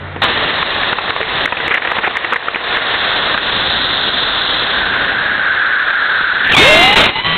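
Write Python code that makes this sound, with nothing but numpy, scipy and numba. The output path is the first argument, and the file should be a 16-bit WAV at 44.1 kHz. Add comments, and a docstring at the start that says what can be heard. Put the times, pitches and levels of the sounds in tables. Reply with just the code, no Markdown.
"""Outdoors, a whistling bottle rocket close to a cheap camera. The fuse catches, hisses and spits;
the flame creeps into the tube and rings it; the motor shrieks and roars away, with brief dips in level.
Soft air noise and a distant drone lie underneath. The camera rides its gain, overloads, and
samples so slowly that the shriek's overtones fold down into crossing glides."""
import sys
import numpy as np
from scipy import signal
from scipy.fft import rfft, irfft
from scipy.io import wavfile
from scipy.ndimage import map_coordinates
from numba import njit

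SR = 44100
rng = np.random.default_rng(int(sys.argv[2]) if len(sys.argv) > 2 else 0)


def bounce(signal):
    """Save signal as a 16-bit WAV file at the path given by the first command-line argument."""
    frames = np.transpose(np.atleast_2d(signal))
    limited = np.clip(frames, -1, 1)
    pcm = np.round(limited * 32767).astype(np.int16)
    wavfile.write(sys.argv[1], SR, pcm)


N = 325017
T = np.arange(N) / SR
CATCH_S, LAUNCH_S = .218, 6.54
CAMERA_RATE_HZ = 8000

# tube resonances that colour the whistle: (frequency [Hz], gain [dB])
WHISTLE_COLOUR = [(1000, -10), (2100, 2), (3100, -13), (4150, -2), (4500, -0.5), (5300, 1), (5700, -8.5),
                  (6200, -17.5), (6750, -3), (7400, 3.5), (7900, -6.5), (8200, -16), (12000, -14.5)]
# exhaust spectrum: (frequency [Hz], gain [dB])
ROAR_COLOUR = [(30, 0), (150, 1.5), (600, 2.5), (1500, 4), (2500, 5), (3600, 4), (4000, 4)]

def motor():
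    """The burning charge pulses in its tube: a shriek rich in overtones over the roar of the gas."""
    hz = whistle_pitch()
    whistle_gain, roar_gain = shriek_and_roar_gains()
    phase = 2 * np.pi * np.cumsum(hz * (1 + .0029 * walk(110))) / SR
    # harmonic 2 dominates each start; the wave steepens as the pitch settles
    steepness = np.interp(hz, [1140, 1220], [1, .25])
    # ground reflections smear each pulse; in free air the overtones line up into a spike
    smear_rad = np.interp(T, [6.95, 7.02], [.45, 0])
    whistle = 0
    for k in range(1, 14):
        gain = undb(np.interp(k * hz, *np.transpose(WHISTLE_COLOUR))) * (1 if k == 2 else steepness)
        whistle -= gain * np.cos(k * phase + smear_rad * k ** 2)
    roar = noise(ROAR_COLOUR) * undb(1.86 * walk(90))
    return whistle * whistle_gain * undb(2.4 * walk(78)) + roar * roar_gain


# whistle fundamental, before and after the restart: (time [s], pitch [Hz])
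FIRST_SAG = [(6.575, 1112), (6.61, 1087), (6.67, 1063), (6.7, 1056), (6.78, 1049), (6.86, 1033),
             (6.955, 1018)]
SECOND_SAG = [(7.015, 1064), (7.037, 1048), (7.189, 1013), (7.257, 983), (7.36, 977)]
# whistle starts: (time [s], overshoot [Hz])
STARTS = [(6.527, 400), (6.972, 550)]

def whistle_pitch(settle_s=.014):
    """Pitch settles from above at each start, then sags as the cavity grows and the rocket leaves."""
    hz, = curves(list(FIRST_SAG) + list(SECOND_SAG))
    for start_s, overshoot_hz in STARTS:
        hz += (T >= start_s) * overshoot_hz * np.exp(-np.maximum(T - start_s, 0) / settle_s)
    return hz


# stretches of shriek and roar: (time [s], length [s], whistle [dB], roar [dB], fade [dB/s])
STRETCHES = [(6.528, 0.022, 10.5, 1.5, -5), (6.564, 0.38, 9.5, 10, 24), (6.957, 0.145, 1.5, 12.5, 94),
             (7.154, 0.05, -6.5, -6, 53), (7.244, 0.13, -5.5, -3.5, 5)]

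def shriek_and_roar_gains(ignition_s=6.443, build_db_per_s=200, attack_s=.0032, release_s=.0049):
    """Gas builds up, then shriek and roar are heard in stretches, with brief dips between them."""
    started = T >= STRETCHES[0][0]
    building = (T > ignition_s) & ~started
    whistle, roar = started * undb(-15.5), started * undb(-10.5)  # floor of the dips
    roar += building * undb(-14 + build_db_per_s * building * (T - ignition_s))
    for start_s, length_s, whistle_db, roar_db, fade_db_per_s in STRETCHES:
        age_s = np.maximum(T - start_s, 0)
        envelope = np.minimum(age_s / attack_s, 1) * undb(-fade_db_per_s * np.minimum(age_s, length_s))
        envelope *= np.exp(-np.maximum(age_s - length_s, 0) / release_s)
        whistle = np.maximum(whistle, envelope * undb(whistle_db))
        roar = np.maximum(roar, envelope * undb(roar_db))
    return whistle, roar


# loud powder spits: (time [s], level [dB], pitch [Hz], length [ms])
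SPITS = [(.161, -6, 495, 2.9), (0.626, 7, 1500, 6.4), (0.829, -7, 1670, 11), (.928, 6.5, 1294, 4.26),
         (0.985, 3.5, 1350, 6), (1.078, 4.5, 1120, 2), (1.105, 6, 1400, 3.1), (1.162, 4.5, 1060, 3.8),
         (1.203, -1, 570, 6), (1.213, 12.5, 2100, 1.66), (1.457, 8, 1580, 3.6), (1.474, 1, 1660, 5.8),
         (1.522, 7.5, 1060, 7.6), (1.569, 2.5, 2400, 4.7), (1.601, -1, 1590, 4.7), (1.68, 13.5, 1860, 1.7),
         (1.708, 6, 1800, 21.5), (1.739, 8, 1920, 18.5), (1.771, 6, 2000, 11), (1.819, 1, 1750, 6.5),
         (1.848, 3.5, 1700, 8.2), (1.873, 8, 1780, 3.8), (1.916, 9, 1280, 4.7), (1.966, 5, 1090, 4),
         (1.985, 10, 1140, 5.8), (2.033, 1, 1710, 28), (2.063, 6, 1690, 6), (2.074, 6.5, 690, 9.3),
         (2.169, 9.5, 1810, 2.4), (2.244, 2, 2000, 7.2), (2.323, 5, 1060, 9.2), (2.333, 13, 1570, 3.05),
         (2.358, 6, 1760, 9), (2.483, 7.5, 1470, 3.9), (2.545, 0.5, 2180, 4.1), (2.558, 8.5, 1500, 3),
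         (2.771, 6.5, 1430, 2.2), (3.344, -0.5, 1500, 7), (3.376, 2, 1700, 4), (4.56, -16, 1600, 5.7),
         (5.9, -8.5, 1500, 11), (6.208, -5.5, 1500, 3.6)]

def spits(sputter_from_s=.9, sputter_to_s=2.85, crackles_per_s=18):
    """Powder pops in the fuse: loud spits, plus faint random crackles while it sputters."""
    span_s = sputter_to_s - sputter_from_s
    draws = rng.random((int(crackles_per_s * span_s), 3))
    crackles = [(sputter_from_s + when * span_s, -12 + 3 * size, 1500 * 2 ** (pitch - .5), 8)
                for when, size, pitch in draws]
    out = np.zeros(N)
    for start_s, db, hz, length_ms in SPITS + crackles:
        pop, i = spit(hz, length_ms), int(start_s * SR)
        out[i:i + len(pop)] += pop * undb(db)
    return out


# hollow launcher modes: (frequency [Hz], T60 [s], level [dB])
LAUNCHER_MODES = [(472, .16, -25), (360, 0.054, -26), (1210, 0.084, -30.5)]

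def spit(hz, length_ms, width_hz=530, attack_s=.002, ceiling=1.54):
    """One grain goes off: a ragged, saturating puff with a sputtering tail rings the launcher."""
    t = T[:8192]
    burst = lowpass(rng.standard_normal(len(t)), 3120, order=4)
    burst = burst - lowpass(burst, 260)
    puff = unit(resonate(burst, np.full(len(t), float(hz)), width_hz)) + .51 * unit(burst)
    sputter = undb(8.1 * unit(lowpass(rng.standard_normal(len(t)), 230)))
    flame = np.exp(-(t * 1000 / length_ms) ** 2.6) + .074 * sputter * np.exp(-t / .014)
    pop = ceiling * np.tanh(.74 * puff * flame / ceiling) * (1 - np.exp(-t / attack_s))
    for mode_hz, t60_s, mode_db in LAUNCHER_MODES:
        detuned_hz = mode_hz * (1 + .034 * rng.standard_normal())
        pop += np.sin(2 * np.pi * detuned_hz * t) * undb(mode_db - 60 * t / t60_s)
    return pop


# fuse burn: (time [s], hiss [dB], rumble re hiss [dB], sizzle re hiss [dB])
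FUSE_LEVELS = [(.28, -2, -14.5, -6), (.45, -3.5, -12, -6.5), (.64, -10, -14.5, -5), (.85, -15, -15.5, -4.5),
               (1.4, -17, -14.5, -4.5), (2.0, -10.5, -18, -9.5), (2.55, -17, -20, -7.5),
               (2.9, -16.5, -19, -4.5), (3.4, -17.5, -12.5, -2), (3.8, -20.5, -10.5, 3),
               (4.55, -19.5, -13.5, 3), (4.95, -19.5, -11.5, -5), (5.4, -22.5, -12.5, -6),
               (5.8, -25, -20, -3.5), (6.4, -21, -14, -1.5)]
# jet spectrum before the band split: (frequency [Hz], gain [dB])
JET_COLOUR = [(15, -40.5), (25, -11), (91, -10), (184, -10), (287, -8.5), (780, -3.5), (944, -4.5),
              (1050, -2.5), (1510, -5), (1820, 0), (2300, -9), (3100, -5), (3450, 0.5), (4000, 0.5),
              (5200, -41.5), (8800, -120)]

def fuse(flare_db=4, flare_s=.054):
    """A fluttering gas jet that flares as it catches: low rumble, mid hiss, top sizzle."""
    hiss_db, rumble_db, sizzle_db = curves(FUSE_LEVELS)
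    jet = noise(JET_COLOUR)
    rumble, below_sizzle = lowpass(jet, 340), lowpass(jet, 3030, order=8)
    hiss, sizzle = below_sizzle - rumble, jet - below_sizzle
    gas = unit(hiss) + unit(rumble) * undb(rumble_db) + unit(sizzle) * undb(sizzle_db)
    burning = np.clip((T - CATCH_S) / .006, 0, 1) * np.clip((LAUNCH_S - T) / .02, 0, 1)
    catch_db = flare_db * np.exp(-((T - CATCH_S) / flare_s) ** 2)
    flutter_db = walk(34) + .6 * walk(360)
    return gas * burning * undb(hiss_db + catch_db + flutter_db)


# ring of the tube's mouth: (time [s], resonance [Hz], level [dB])
TUBE_RING = [(3.6, 1500, -24.5), (4.6, 1480, -22.5), (4.9, 1572, -19), (5.3, 1573, -15.5), (5.9, 1552, -12),
             (6.42, 1530, -11.5), (6.49, 1737, 0), (6.54, 1810, -5)]

def tube(width_hz=380., ceiling_re_rms=3.1):
    """The flame blows across the tube and rings its cavity in flutters, too weakly to lock into a tone."""
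    hz, db = curves(TUBE_RING)
    ring = resonate(resonate(rng.standard_normal(N), hz, width_hz), hz, width_hz)
    ring = unit(ring * undb(2 * walk(36)))
    ring /= (1 + (np.abs(signal.hilbert(ring)) / ceiling_re_rms) ** 4) ** (1 / 4)  # saturation
    flame_inside = np.clip((T - 2.6) / .23, 0, 1) * np.clip((LAUNCH_S - T) / .01, 0, 1)
    return unit(ring) * flame_inside * undb(db)


# distant drone: (frequency [Hz], opening level [dB])
DRONE_TONES = [(91.5, -31), (145.3, -35.5)]
# air noise spectrum: (frequency [Hz], gain [dB])
AIR_COLOUR = [(30, -4.5), (90, -3), (200, -5.5), (420, -5.5), (900, -7), (1800, -4.5), (2600, -15.5),
              (4000, -14.5)]

def outdoors():
    """Soft air noise and a low drone, clear before the fuse catches and much fainter after."""
    drone = sum(np.sqrt(2) * undb(db) * np.sin(2 * np.pi * (hz * T + rng.random()))
                for hz, db in DRONE_TONES)
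    drone_db = np.interp(T, [.22, .3, 2.6, 5.], [0, -11.5, -24.5, -25.5]) + walk(15)
    air_db = np.interp(T, [.22, .3], [-29, -39])
    return drone * undb(drone_db) + noise(AIR_COLOUR) * undb(air_db)


def undb(db):
    return 10 ** (np.asarray(db) / 20)


def unit(x):
    return x / np.sqrt(np.mean(x ** 2))


def curves(table):
    """Table columns, linearly interpolated over time."""
    times_s, *columns = np.transpose(table)
    return [np.interp(T, times_s, column) for column in columns]


def noise(colour):
    """Unit-RMS coloured noise, empty above the camera's band."""
    bins_hz = np.fft.rfftfreq(N, 1 / SR)
    hz, db = np.transpose(colour)
    gain = undb(np.interp(np.log(bins_hz + 1), np.log(hz), db)) * (bins_hz < CAMERA_RATE_HZ / 2)
    return unit(irfft(rfft(rng.standard_normal(N)) * gain, N))


def lowpass(x, hz, order=2):
    """Zero-phase low-pass."""
    return signal.sosfiltfilt(signal.butter(order, hz, fs=SR, output="sos"), x, padtype=None)


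def walk(rate_hz):
    """Unit-RMS random drift."""
    return unit(lowpass(rng.standard_normal(N), rate_hz))


@njit
def resonate(x, hz, width_hz):
    """State-variable band-pass with a moving centre."""
    y, band_state, low_state = np.empty(len(x)), 0., 0.
    for i in range(len(x)):
        g, damping = np.tan(np.pi * hz[i] / SR), width_hz / hz[i]
        band = (band_state + g * (x[i] - low_state)) / (1 + g * (g + damping))
        band_state, low_state = 2 * band - band_state, low_state + 2 * g * band
        y[i] = damping * band
    return y


@njit
def follow(x, attack_s, release_s):
    """Envelope follower."""
    y, level = np.empty(len(x)), 0.
    for i in range(len(x)):
        level += (abs(x[i]) - level) / (SR * (attack_s if abs(x[i]) > level else release_s))
        y[i] = level
    return y


def scene():
    """Rocket and background, mono."""
    return (fuse() + tube() + spits() + motor() + outdoors())[None]


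def record(dry):
    """Camera: gain control ducks after each spit and swells back; slow sampling aliases; peaks clip."""
    target, deepest_cut_db, top_hz = .5, -13, 15800
    envelope = follow(dry[0], attack_s=.00028, release_s=.12)
    ducked = dry[0] * np.clip(target / (envelope + 1e-6), undb(deepest_cut_db), 1)
    # no anti-alias filter: everything above half the rate mirrors down
    samples = map_coordinates(ducked, [np.arange(0, N + SR / 100, SR / CAMERA_RATE_HZ)], order=3)
    samples = np.clip(samples, -.69, .69)
    smoothing = signal.firwin(30 * 441 + 1, 4020, fs=441 * CAMERA_RATE_HZ, window=("kaiser", 8))
    upsampled = signal.resample_poly(samples, 441, 80, window=smoothing)[:N]
    clipped = np.clip(upsampled, -.725, .725)
    return signal.sosfilt(signal.ellip(10, .2, 70, top_hz, fs=SR, output="sos"), clipped)[None]


dry = scene()
out = record(dry)
bounce(out)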